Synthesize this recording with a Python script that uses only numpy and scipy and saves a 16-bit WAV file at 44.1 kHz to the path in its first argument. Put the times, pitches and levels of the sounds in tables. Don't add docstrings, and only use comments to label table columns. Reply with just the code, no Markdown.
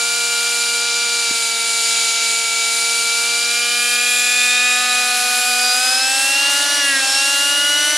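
import sys
import numpy as np
from scipy import signal
from scipy.fft import rfft, irfft, next_fast_len
from scipy.io import wavfile
from scipy.ndimage import uniform_filter1d

SR = 44100
rng = np.random.default_rng(int(sys.argv[2]) if len(sys.argv) > 2 else 0)


def to_wav(sig):
    pcm = np.clip(np.atleast_2d(sig), -1, 1) * 32767
    pcm = np.round(pcm).astype(np.int16)
    wavfile.write(sys.argv[1], SR, pcm.T)


N = 351477
T = np.arange(N) / SR

# start_s, third_db, fifth_db, seventh_db
EXHAUST_SWELLS = [(0, 0, -1, -4), (1.2, -3.3, -1.2, -3.5), (1.36, -2, -7.5, 3.5), (2.5, -1, -14.5, 1),
                  (2.75, -1, -8, 2.5), (3.1, -1.5, -5, -4.5), (3.85, 4, 8, 16.5), (4.33, 5, 4.5, 19),
                  (4.65, 9, 12, 21.5), (4.9, 14.5, 16.5, 19.5), (5.15, 15, 11.5, 14), (5.75, 15.5, 12, 7),
                  (6.1, 15, 6.5, 10), (6.35, 11, 6.5, 13), (6.6, 7.5, 17, 8), (7.1, 13.5, 7, 5.5),
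                  (7.35, 6.5, 14.5, 6), (7.7, .7, 18.5, 13.5), (7.97, 4, 16.5, 17)]
# start_s, gain_db, aloft_share, rumble_db (bands under 700 Hz)
HISS_COURSE = [(0, 44.5, 0.15, 0), (1.24, 46, .05, 2), (1.53, 44.5, .03, 1.5), (1.93, 46.5, 0.032, 1.5),
               (3.3, 45, 0.076, 1), (4.1, 44.5, .25, -1), (4.6, 44.5, 0.46, -9), (4.9, 44.5, 0.69, -5),
               (5.8, 45, 0.76, -7), (6.7, 46, 0.92, -7), (6.9, 44.5, 1.14, -4), (7.15, 45.5, 0.69, -7),
               (7.6, 44.5, 0.71, -1), (8, 44.5, 1.08, -5)]


def undb(db):
    return 10 ** (np.asarray(db) / 20)


def curves(table):
    s, *columns = np.transpose(table)
    return [np.interp(T, s, c) for c in columns]


def at_hz(table, hz):
    table_hz, db = np.transpose(table)
    return np.interp(np.log(hz), np.log(table_hz), db)


def walk(rate_hz):
    hold = max(int(SR / rate_hz), 1)
    steps = np.repeat(rng.standard_normal(N // hold + 1), hold)
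    return 1.142 * uniform_filter1d(uniform_filter1d(steps, hold), hold)[:N]


def bump(s, width_s):
    return np.exp(-((T - s) / width_s) ** 2)


def tone(turns, db, flutter_db, waver_rad, waver_hz=60):
    phase = 2 * np.pi * (turns + rng.random()) + waver_rad * walk(waver_hz)
    return np.sqrt(2) * undb(db + flutter_db * walk(35)) * np.sin(phase)


def exhaust(turns):
    # firing_multiple, rest_db, third_share, fifth_share, seventh_share, bog_db
    partials = [(1, -50.5, -0.059, 0.2, 0.22, 9), (2, -38.5, -0.22, 0.21, -0.12, 0),
                (3, -40.5, 0.83, -0.0032, -0.059, -13), (4, -41.5, 0.045, 0.0047, 0.21, 1),
                (5, -42, -0.16, 1, 0.067, -1), (6, -28.5, 0.3, 0.087, -.36, 6),
                (7, -47.5, -0.14, 0.12, 1, 18.5)]
    # firing_multiple, rest_db, seventh_share
    others = [(8.02, -55, 1), (9.01, -42, 0.34), (10.98, -50, 0.6), (12, -36, -0.23), (12.97, -48.5, 0.48),
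              (13.73, -48, 0.4), (14.94, -49, 0.79), (16.18, -40.5, -0.049), (16.5, -53, -0.0049),
              (17.87, -45, .05), (18.96, -47.7, -0.07), (30.06, -44, 0.011)]
    # firing_multiple, relative_db
    half_rate = [(.5, -9), (1.5, 0), (2.5, 3), (3.5, 4)]
    third_db, fifth_db, seventh_db = curves(EXHAUST_SWELLS)

    bog_s, build_s, clear_s, other_bog_db = 6.97, 0.19, 0.053, 15.5
    bog = bump(bog_s, np.where(T < bog_s, build_s, clear_s))

    from_s, to_s, edge_s, depth_db = 3.5, 6.3, 0.17, -27
    hollow_db = depth_db / 2 * (np.tanh((T - from_s) / edge_s) - np.tanh((T - to_s) / edge_s))

    out = np.zeros(N)
    for k, rest_db, a, b, c, bog_db in partials:
        db = rest_db + a * third_db + b * fifth_db + c * seventh_db + bog_db * bog
        out += tone(k * turns, db + hollow_db * (k == 4), 0.69, 0.068 * k)
    for k, rest_db, share in others:
        out += tone(k * turns, rest_db + share * (seventh_db + other_bog_db * bog), 1.5, 0.5)

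    half_db = -77.5 + 19 * bump(3.53, 0.6)
    for k, db in half_rate:
        out += tone(k * turns, half_db + db, 1.6, 0.2)
    return out


def crank_bearing(turns, aloft):
    # rest_db, aloft_db, seventh_share
    ball_partials = [(-45, -57, -0.23), (-48, -44, -0.1), (-46, -53, 0.94)]
    balls_per_turn = 3.62
    seventh_db = curves(EXHAUST_SWELLS)[2]
    out = np.zeros(N)
    for k, (rest_db, aloft_db, share) in enumerate(ball_partials, 1):
        db = rest_db + aloft * (aloft_db - rest_db) + share * seventh_db
        out += tone(k * balls_per_turn * turns, db, 1.2, 0.2)
    return out


def fan_whine(turns, blades, aloft):
    # start_s, first_db, second_db, third_db
    fan_levels = [(0, -27, -32.5, -31), (1.15, -26, -30, -35), (1.5, -28, -33.5, -34),
                  (2.6, -24.5, -38, -30), (3.4, -24.5, -28.5, -48), (4.15, -21, -35, -28),
                  (4.71, -17.5, -37, -29), (4.84, -26, -36, -30.5), (4.97, -20, -35, -32),
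                  (5.2, -25.5, -36, -34), (5.5, -22, -30, -30), (5.95, -26, -27, -43),
                  (6.1, -23.5, -36, -28.5), (6.47, -17.5, -42, -30.5), (6.68, -26.5, -33, -44),
                  (6.75, -24, -29, -38), (6.9, -20, -40, -40), (6.95, -31, -42, -40), (7.0, -32, -42, -38),
                  (7.03, -21, -41, -37), (7.14, -33, -40, -27), (7.17, -21, -40, -31),
                  (7.75, -19, -36, -41), (7.97, -25, -38, -45)]
    blurs_rad = [.45, 1.4]
    # grass_db, aloft_db, blur_rad
    faint_partials = [(-35.5, -49, 2.2), (-56, -68, 1.2)]
    fan_turns = 10 * turns

    first_db, *overtone_db = curves(fan_levels)
    fan = tone(fan_turns, first_db, 0.65, 0.64)
    for k, db in enumerate(overtone_db):
        fan += tone((k + 2) * fan_turns, db, 1.5, blurs_rad[k], 150)
    for k, (grass_db, aloft_db, blur_rad) in enumerate(faint_partials, 2 + len(blurs_rad)):
        db = grass_db + aloft * (aloft_db - grass_db) + 4.5 * walk(2.58)
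        fan += tone(k * fan_turns, db, 1.55, blur_rad, 150)

    throb_db = 0.84 + 2.5 * bump(4.1, 0.42)
    return fan * undb(throb_db * np.sin(2 * np.pi * blades))


def hiss(turns):
    # centre_hz, density_db
    grass_spectrum = [(30, -112), (70, -102), (130, -94), (300, -79.5), (600, -80.5), (900, -68),
                      (1500, -61.5), (2900, -62), (4000, -61.5), (5700, -61.5), (7200, -62.5),
                      (10500, -65.5), (12000, -77), (15500, -93.5)]
    # centre_hz, density_db
    aloft_spectrum = [(30, -99), (70, -92), (130, -86), (300, -78), (600, -66.5), (900, -68.5),
                      (1500, -64.5), (2900, -62), (4000, -57.5), (5700, -61), (7200, -61.5), (10500, -63.5),
                      (12000, -72.5), (15500, -89)]
    # centre_hz, width_hz, gain_db
    grass_comb = [(800, 86, 0), (1050, 167, -17), (1760, 560, -10.5), (3954, 215, 5.5), (4670, 410, 3.5),
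                  (7060, 350, 5.5), (8210, 106, -9), (8160, 124, 9), (9560, 190, 4.5), (10400, 150, -1)]
    # centre_hz, side_minus_mid_db
    side_spectrum = [(60, -30), (110, -32), (200, -20), (380, -10.5), (700, -12), (1290, -60), (2380, -14),
                     (4400, -11.5), (8120, -13), (11000, -23), (15000, -40)]
    gain_db, aloft, rumble_db = curves(HISS_COURSE)

    size = next_fast_len(N)
    hz = np.maximum(np.arange(size // 2 + 1) * SR / size, 1)
    mid, side = rfft(rng.standard_normal((2, size)))
    noise = np.array([mid, side * undb(at_hz(side_spectrum, hz))])
    comb_db = sum(db * np.exp(-((hz - f) / w) ** 2) for f, w, db in grass_comb)
    grass = undb(at_hz(grass_spectrum, hz) + comb_db)
    air = undb(at_hz(aloft_spectrum, hz))

    shared_db, gusts_db, top_db = 0.45 * walk(6), 1.03 * walk(18), 2.4 * walk(2.3)
    out = np.zeros((2, N))
    for octave in np.arange(4.5, 14.2, 0.5):
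        centre_hz = 2 ** octave
        window = np.cos(np.pi / 2 * np.clip(2 * (np.log2(hz) - octave), -1, 1)) ** 2
        low = irfft(noise * window * grass, size)[:, :N]
        high = irfft(noise * window * air, size)[:, :N]
        flicker_db = shared_db + 0.39 * walk(14)
        flicker_db += top_db * (centre_hz > 11000) + gusts_db * (centre_hz > 7500)
        flicker_db += rumble_db * (centre_hz < 700)
        out += (low + aloft * (high - low)) * undb(flicker_db)
    out *= (1 + 0.084 * np.cos(2 * np.pi * turns)) * undb(gain_db)

    grass_db, aloft_db = -47, -32
    ring_db = grass_db + aloft * (aloft_db - grass_db) + 0.73 * walk(2.5) + 3.7 * walk(30)
    ring = irfft(mid[::-1] * np.exp(-((hz - 9800) / 330) ** 2), size)[:N]
    out[0] += ring / ring.std() * undb(ring_db)
    return np.array([out[0] + out[1], out[0] - out[1]])


def rotors(blades, bell_hz):
    # blade_rate_multiple, relative_db
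    main_partials = [(1, -5), (2, 0), (2.5, -4), (3, 0), (3.5, -4), (4, 4), (5, 4), (5.5, 5), (6, 5),
                     (6.5, -2), (7, 1), (7.5, -4), (8, 1), (9.5, 11), (10, 2)]
    doublings = np.log2(bell_hz / 250)
    tail_db, second_db = -48.5 + 23.4 * doublings, -50 + 35 * doublings
    upper_db, main_db = -59.5 + 13 * doublings, -71.5 + 37 * doublings

    tail_blades = 4.5 * blades
    out = tone(tail_blades, tail_db, 0.65, 0.1) + tone(2 * tail_blades, second_db, 0.58, 0.1)
    for k in range(3, 6):
        out += tone(k * tail_blades, upper_db, 1.5, 0.3)
    for k, db in main_partials:
        out += tone(k * blades, main_db + db, 1.0, 0.19)
    return out


def gear_mesh(bell_turns, slip):
    # start_s, level_db
    gear_levels = [(0, -67), (3.4, -37), (3.75, -31), (4.3, -28.5), (4.75, -25.5), (4.95, -29), (5.3, -40),
                   (5.6, -28), (5.9, -21.5), (6.15, -30), (6.7, -39), (6.95, -32), (7.15, -22.5),
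                   (7.4, -41), (8, -20.5)]
    # pinion_turns_away, no_slip_db (relative)
    neighbours = [(-0.78, -25), (0.93, -22)]
    gear_db = curves(gear_levels)[0]
    mesh = 2 * 10
    out = tone(mesh * bell_turns, gear_db, 2.05, 0.94 + 1.3 * slip, 200)
    for k, db in neighbours:
        out += tone((mesh + k) * bell_turns, gear_db + db + 40 * slip, 3.16, 0.54, 200)
    return out


def pops():
    # start_s, level_db, pitch_hz, length_ms
    pop_list = [(1.308, -23.5, 280, 8)]
    out = np.zeros(N)
    for s, db, hz, ms in pop_list:
        u = np.clip((T - s) / (ms / 1000), 0, 1)
        out += undb(db) * np.sin(np.pi * u) ** 2 * np.sin(2 * np.pi * hz * (T - s))
    return out


def two_ports(tones):
    quadrature = signal.hilbert(tones, next_fast_len(N))[:N].imag
    step = 0.027 * quadrature - 0.055 * np.gradient(tones)
    side = step * undb(8.1 * walk(2.18)) + (0.0087 + 0.017 * walk(4)) * tones
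    return tones + np.array([side, -side])


def scene():
    # start_s, crank_hz
    crank_course = [(0, 233.6), (.2, 235.5), (1.1, 235), (1.42, 230.2), (2.55, 229.3), (3.02, 231.3),
                    (3.4, 235.2), (3.9, 242), (4.4, 245.7), (4.8, 247.8), (5.3, 246), (5.7, 247.2),
                    (6.06, 262), (6.46, 279.8), (6.62, 284.5), (6.77, 286.6), (6.88, 279.2), (7.0, 266.7),
                    (7.1, 269.3), (7.26, 277.5), (7.64, 288.3), (7.97, 297.8)]
    # start_s, bell_hz
    bell_course = [(0, 40), (3.0, 129), (3.8, 153.6), (4.2, 170), (5.1, 204), (5.7, 240.5), (6.2, 268.5),
                   (6.4, 300), (8, 303.3)]
    inertia_s = 0.062
    crank_hz = uniform_filter1d(curves(crank_course)[0], int(inertia_s * SR), mode="nearest")
    crank_hz *= 1 + 0.001367 * walk(40) + 0.000699 * walk(8)
    turns = np.cumsum(crank_hz) / SR

    bell_hz = np.minimum(curves(bell_course)[0], crank_hz)
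    bell_turns = np.cumsum(bell_hz) / SR
    slip = np.minimum(1 - bell_hz / crank_hz, 0.35)
    blades = 2 * bell_turns / 8.5
    aloft = np.clip(curves(HISS_COURSE)[1], 0, 1)

    tones = exhaust(turns) + crank_bearing(turns, aloft) + fan_whine(turns, blades, aloft)
    tones += rotors(blades, bell_hz) + gear_mesh(bell_turns, slip)
    return two_ports(tones) + hiss(turns) + pops()


def record(dry):
    top_hz = 15650
    return signal.sosfilt(signal.ellip(10, 0.2, 70, top_hz, fs=SR, output="sos"), dry)


dry = scene()
out = record(dry)
to_wav(out)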